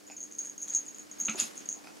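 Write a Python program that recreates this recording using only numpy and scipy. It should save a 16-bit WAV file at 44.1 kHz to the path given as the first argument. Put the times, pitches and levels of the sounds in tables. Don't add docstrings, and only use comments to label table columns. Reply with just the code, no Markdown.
import sys
import numpy as np
from scipy import signal
from scipy.io import wavfile

SR = 44100
rng = np.random.default_rng(int(sys.argv[2]) if len(sys.argv) > 2 else 0)


def digitize_waveform(pressure):
    field = np.atleast_2d(pressure).T
    bounded = np.clip(field, -1, 1)
    quanta = np.round(bounded * 32767).astype(np.int16)
    wavfile.write(sys.argv[1], SR, quanta)


N = 88200
T = np.arange(N) / SR

# strikes and their close echoes.
# start_s, level_db, upper_tones_db, ring_s (the time a sound takes to fade by 60 dB)
BELL_PINGS = [(0.0675, -52.5, 14, 0.036), (.076, -51.5, 17, 0.019), (.113, -46, 13.5, 0.046),
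              (0.122, -53, -4, 0.014), (.166, -35.5, 1, 0.044), (0.2043, -30.5, 1.5, 0.024),
              (.2115, -34.5, -8, 0.038), (.229, -27.5, -8, 0.017), (0.237, -26.5, -1, 0.011),
              (.3125, -38.5, 2, 0.02), (0.3233, -27, -8, 0.0081), (.350, -36, -5, 0.018),
              (0.3849, -27, -20, 0.021), (.3895, -22, -14, 0.027), (.3985, -25.5, -20, 0.013),
              (.4145, -34, -16, 0.014), (.431, -37, -16, 0.035), (0.4483, -30, -17, 0.022),
              (.456, -29, 5, 0.011), (.470, -33.5, -4, 0.037), (0.497, -28.5, -17, 0.017),
              (.579, -29.5, -17, 0.021), (.6015, -38.5, -19, 0.032), (0.616, -29.5, -15, 0.015),
              (0.6229, -29, -21, 0.035), (.6295, -24.5, 3.5, 0.017), (.6825, -26, 3, 0.014),
              (.6985, -26.5, 2, 0.016), (.7028, -24, -12, 0.024), (.720, -36, -12, .025),
              (.7362, -24, -10, 0.035), (.749, -12.5, 0, 0.018), (.7575, -20.5, -27, 0.043),
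              (.7615, -21, -22, 0.044), (.7765, -26.5, -19, 0.02), (.8639, -48.5, 18, 0.035),
              (.8815, -32.5, -6, 0.036), (0.9457, -36.5, 4, 0.025), (.9842, -39.5, 10, 0.014),
              (0.9914, -40.5, 4.5, 0.069), (1.1139, -31, 0.5, 0.018), (1.184, -44.5, -18, 0.1),
              (1.2005, -21.5, -5, 0.022), (1.2085, -22.5, -3, 0.038), (1.2505, -22.5, 4, 0.015),
              (1.2555, -17, -24, 0.018), (1.2655, -28.5, -6, .04), (1.2968, -15.5, -3.5, 0.011),
              (1.357, -36, 10, 0.022), (1.397, -27.5, 10, 0.047), (1.4, -15, 10.5, 0.0091),
              (1.4384, -31, -16, 0.026), (1.563, -45, -10, 0.023), (1.5705, -38.5, -17, 0.028),
              (1.5776, -22.5, -8, 0.01), (1.6568, -36.5, -4, 0.039), (1.6888, -14, -18, 0.0098),
              (1.7105, -29.5, -15, 0.025), (1.7265, -19.5, -32, 0.012)]
# pitch_hz, level_db, share_of_ring_time
BELL_TONES = [(6555, 3.5, 0.93), (6776, -4.5, 1), (6928, -8, 0.84)]


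def collar_bell():
    attack_s, bounce_gap_s, bounce_db = 0.0008, 0.008, -12
    shell, contact, shimmer = np.zeros((3, N))
    fade_in = 1 - np.exp(-T[:N // 16] / attack_s)
    for start_s, db, upper_db, ring_s in BELL_PINGS:
        for bounce in range(3):
            tuning = 1 + 0.0068 * rng.standard_normal()
            loudness = from_db(db + bounce_db * bounce) * fade_in
            for k, (hz, tone_db, share) in enumerate(BELL_TONES):
                extra_db = (k > 0) * (upper_db + 2 * rng.standard_normal())
                tone = ring(hz * tuning, share * ring_s)
                add(shell, start_s, loudness * from_db(tone_db + extra_db) * tone)
            add(contact, start_s, loudness * burst(ring_s=0.017))
            add(shimmer, start_s, loudness * burst(ring_s))
            start_s += bounce_gap_s * rng.uniform(.5, 1.5)
    return (butter(shell, (5410, 8570), "band")
            + from_db(-20) * butter(contact, (7560, 10400), "band")
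            + from_db(-23) * butter(shimmer, (15000, 16600), "band"))


# start_s, level_db
SNORT_FLUTTERS = [(1.2831, -24), (1.2866, -22.5), (1.2929, -23), (1.3, -33)]
# pitch_hz, level_db, ring_s
MUZZLE_TONES = [(215, -11, 0.072), (1326, -11, 0.032), (2380, -5, 0.0098), (2710, -3, 0.0083),
                (3860, -8.5, 0.0057)]


def snort():
    pulses = [(start_s, db, 0) for start_s, db in SNORT_FLUTTERS]
    return cavity_pulses(pulses, MUZZLE_TONES, scatter_db=2.5, air_db=-22)


def snort_thump():
    out = np.zeros(N)
    for start_s, db in SNORT_FLUTTERS:
        add(out, start_s, from_db(db - 26) * ring(hz=78, ring_s=0.073))
    return out


# pitch_hz, level_db
BREATH_COLOUR = [(60, -2), (250, -10), (600, 1.5), (1400, 3.5), (2700, -1), (4100, 5), (5100, 2), (7500, 0),
                 (10500, -21), (12500, -27), (16000, -19)]
# pitch_hz, level_db
HISS_COLOUR = [(3000, -32), (6000, -19), (8500, 7), (10200, 11), (12500, 0), (16000, -21)]
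# pitch_hz, width_hz, level_db
NOSE_BANDS = [(2660, 240, -8), (3930, 270, -16), (5080, 130, -7.5), (9050, 170, -16), (9940, 450, -7.5)]


def nose_puff():
    start_s, hold_s, length_s = 1.362, 0.0073, 0.12
    t = np.maximum(T - start_s, 0)

    def swell(db, attack_s, fall_db_per_s):
        rise = np.minimum(t / attack_s, 1) ** 1.6
        return rise * from_db(db - fall_db_per_s * np.maximum(t - attack_s - hold_s, 0))

    nose = 0
    for hz, width, db in NOSE_BANDS:
        band = butter(rng.standard_normal(N), (hz - width / 2, hz + width / 2), "band", order=1)
        nose += from_db(db) * rms_one(band)
    flap_hz = 190 * (1 + .3 * drift(per_s=190))
    flap_db = 2 * np.sin(2 * np.pi * np.cumsum(flap_hz) / SR)
    rasp = (coloured_noise(BREATH_COLOUR) + butter(nose, 11300, "low", order=4)) * from_db(flap_db)
    hiss = coloured_noise(HISS_COLOUR) * from_db(2.5 * drift(per_s=500))
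    rasp *= swell(db=-35.5, attack_s=0.033, fall_db_per_s=215)
    hiss *= swell(db=-48.5, attack_s=0.042, fall_db_per_s=113)
    breath_runs_out = from_db(-301 * np.maximum(t - length_s, 0))
    return (rasp + hiss) * breath_runs_out


# start_s, level_db, brightness_db_per_octave
MOUTH_CLICKS = [(.0998, -46, -2), (.1075, -63, 2), (.1215, -57, 5.5), (1.8442, -52, 0), (1.8718, -47.5, 2)]
# pitch_hz, level_db, ring_s
MOUTH_TONES = [(254, -0.5, 0.029), (750, 4, 0.016), (1460, -5, 0.024), (2200, 4, 0.0062),
               (2520, 4.5, 0.015), (5230, 3, 0.0057)]


def mouth_clicks():
    return cavity_pulses(MOUTH_CLICKS, MOUTH_TONES, scatter_db=3.5, air_db=-29)


# start_s, level_db, pitch_hz, pat_db, ring_s
PAW_LANDINGS = [(1.221, -39, 217, -25, 0.033), (1.3477, -33, 360, -1.5, .035),
                (1.375, -51, 168, -13, 0.056), (1.42, -33.5, 220, -10, .05)]


def paws():
    out = np.zeros(N)
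    for start_s, db, hz, pat_db, ring_s in PAW_LANDINGS:
        pat = butter(burst(ring_s=0.0062), (hz, 3 * hz), "band")
        pat /= np.abs(pat).max()
        add(out, start_s, from_db(db) * (ring(hz, ring_s) + from_db(pat_db) * pat))
    return out


# start_s, level_db, lowest_hz, highest_hz
CLAW_AND_COLLAR_TICKS = [(0.385, -34.5, 4800, 9500), (0.451, -36, 5070, 9400), (0.6184, -39, 7000, 11400),
                         (0.678, -36, 1000, 9000), (.7308, -33, 4500, 5530), (0.7308, -35, 1090, 7700),
                         (0.7473, -33, 4050, 5240), (0.7565, -50, 7000, 10800), (0.856, -40, 6000, 10000),
                         (0.984, -37.5, 7000, 9700), (1.194, -32, 11400, 13600), (1.4003, -29, 7450, 10700),
                         (1.556, -37, 7040, 10000)]


def ticks():
    out = np.zeros(N)
    for start_s, db, low_hz, high_hz in CLAW_AND_COLLAR_TICKS:
        add(out, start_s, from_db(db) * butter(burst(ring_s=0.009), (low_hz, high_hz), "band"))
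    return out


# time_s, level_db
RUSTLE_LOUDNESS = [(0, -56), (.34, -57), (.40, -54.5), (.46, -52.5), (.55, -56.5), (.63, -54.5),
                   (.67, -54.5), (.75, -50.5), (.82, -52.5), (.9, -53.5), (1.07, -54), (1.17, -51.5),
                   (1.21, -49.5), (1.33, -47.5), (1.45, -45.5), (1.52, -48.5), (1.6, -49.5), (1.8, -53),
                   (2, -51.5)]
# pitch_hz, level_db
CLOTH_COLOUR = [(60, -20), (220, 17.5), (500, 9), (1500, 4), (4000, -3), (7500, 0), (10000, -15),
                (13000, -5), (16000, -37)]


def quilt_rustle():
    grain_db = 1.5 * drift(per_s=170)
    return from_db(at_times(RUSTLE_LOUDNESS) + grain_db) * coloured_noise(CLOTH_COLOUR)


# time_s, level_db
SLIDE_LOUDNESS = [(1.66, -85), (1.77, -55.5), (1.86, -62), (2, -61)]


def cushion_slide():
    swish = butter(rng.standard_normal((2, N)), (480, 960), "band")
    return from_db(at_times(SLIDE_LOUDNESS)) * rms_one(swish)


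# pitch_hz, level_db
HUM_TONES = [(205, -67.5), (300, -60.5), (400, -76)]
# pitch_hz, level_db
ROOM_COLOUR = [(25, -12), (60, -4.5), (130, -0.5), (200, 1), (320, 7.5), (500, 8.5), (900, -9), (2000, -7),
               (3400, -47), (5000, -7), (10000, -13.5), (13000, -15), (16000, -22)]


def room_tone():
    hum, left_right_phase = 0, np.array([[0], [1.4]])
    for hz, db in HUM_TONES:
        waver = 0.84 * drift(per_s=8.13)
        hum += from_db(db) * np.sqrt(2) * np.sin(2 * np.pi * hz * T + waver + left_right_phase)
    return hum + from_db(-57) * coloured_noise(ROOM_COLOUR)


# delay_s, relative_level_db
NEAR_ECHOES = [(.0076, -3), (.0102, -18.5), (.0135, -34), (.0195, -37), (.027, -20)]


def room(sound, echo_db, tail_db):
    ring_s, tail_delay_s = 0.16, 0.0062
    t = T[:N // 4]
    tail = rng.standard_normal((2, len(t))) * from_db(-60 * t / ring_s) * (t > tail_delay_s)
    response = from_db(tail_db) * stereo(*rms_one(tail), alike=0.87) / np.sqrt(len(t))
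    response[:, 0] += 1
    for delay_s, db in NEAR_ECHOES:
        response[:, int(delay_s * SR)] += from_db(db + echo_db)
    return signal.fftconvolve(sound[None], response, axes=1)[:, :N]


# pitch_hz, likeness
STEREO_LIKENESS = [(50, -0.35), (150, -0.75), (300, -0.64), (600, -0.6), (1200, -0.54), (3000, 0.39),
                   (6500, 0.56), (10000, 0.24), (15000, 0.23)]


def coloured_noise(colour):
    out, edges = 0, np.geomspace(22, 17000, 25)
    white = rng.standard_normal((2, 2, N))
    for k, band in enumerate(zip(edges, edges[1:])):
        hz = np.sqrt(band[0] * band[1])
        mid, side = butter(white[k % 2], band, "band", order=3)
        out += from_db(at_hz(colour, hz)) * stereo(mid, side, at_hz(STEREO_LIKENESS, hz))
    return rms_one(out)


def cavity_pulses(pulses, tones, scatter_db, air_db):
    out = np.zeros(N)
    for start_s, db, db_per_octave in pulses:
        ringing = 0
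        for k, (hz, tone_db, ring_s) in enumerate(tones):
            colour_db = db_per_octave * np.log2(hz / 1000) + scatter_db * rng.standard_normal()
            tuning = 1 + 0.026 * rng.standard_normal()
            ringing += (-1) ** k * from_db(tone_db + colour_db) * ring(hz * tuning, ring_s)
        air = from_db(air_db) * butter(burst(ring_s=0.12), 4500, "low")
        add(out, start_s, from_db(db) * (ringing + air))
    return out


def from_db(db):
    return 10 ** (np.asarray(db) / 20)


def rms_one(x):
    return x / np.sqrt(np.mean(x ** 2) + 1e-20)


def at_hz(points, hz):
    pitches, values = np.transpose(points)
    return np.interp(np.log(hz), np.log(pitches), values)


def at_times(points):
    return np.interp(T, *np.transpose(points))


def butter(x, hz, kind, order=2):
    sections = signal.butter(order, np.clip(hz, 10, .45 * SR), kind, fs=SR, output="sos")
    return signal.sosfilt(sections, x + 1e-18)


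def add(out, start_s, sound):
    i = int(np.clip(start_s * SR, 0, N - 1))
    out[i:i + len(sound)] += sound[:N - i]


def dying(ring_s):
    return from_db(-60 * T[:N // 16] / ring_s)


def ring(hz, ring_s):
    fade = dying(ring_s)
    return fade * np.sin(2 * np.pi * hz * T[:len(fade)])


def burst(ring_s):
    fade = dying(ring_s)
    return fade * rng.standard_normal(len(fade))


def drift(per_s):
    values = rng.standard_normal(N // 40)
    return np.interp(T * per_s, np.arange(len(values)), values)


def stereo(mid, side, alike):
    alike = np.clip(alike, -1, 1)
    return (np.sqrt(1 + alike) * mid + np.sqrt(1 - alike) * side * np.array([[1], [-1]])) / np.sqrt(2)


def scene():
    snorting, clicking = snort(), mouth_clicks()
    bright = room(collar_bell(), echo_db=-6, tail_db=-3) + room(ticks(), echo_db=-22, tail_db=0.5)
    dull = room(snorting + paws(), echo_db=-27, tail_db=-1.5) + room(clicking, echo_db=-4, tail_db=-1.5)
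    dull = butter(dull, 182, "high", order=4)
    return bright + dull + snort_thump() + nose_puff() + quilt_rustle() + cushion_slide() + room_tone()


def record(dry):
    left_bass_db, cutoff_hz = -2.5, 15750
    left = dry[0] + (from_db(left_bass_db) - 1) * butter(dry[0], 960, "low", order=1)
    treble_cut = signal.ellip(10, .2, 80, cutoff_hz, fs=SR, output="sos")
    return signal.sosfilt(treble_cut, np.array([left, dry[1]]))


dry = scene()
out = record(dry)
digitize_waveform(out)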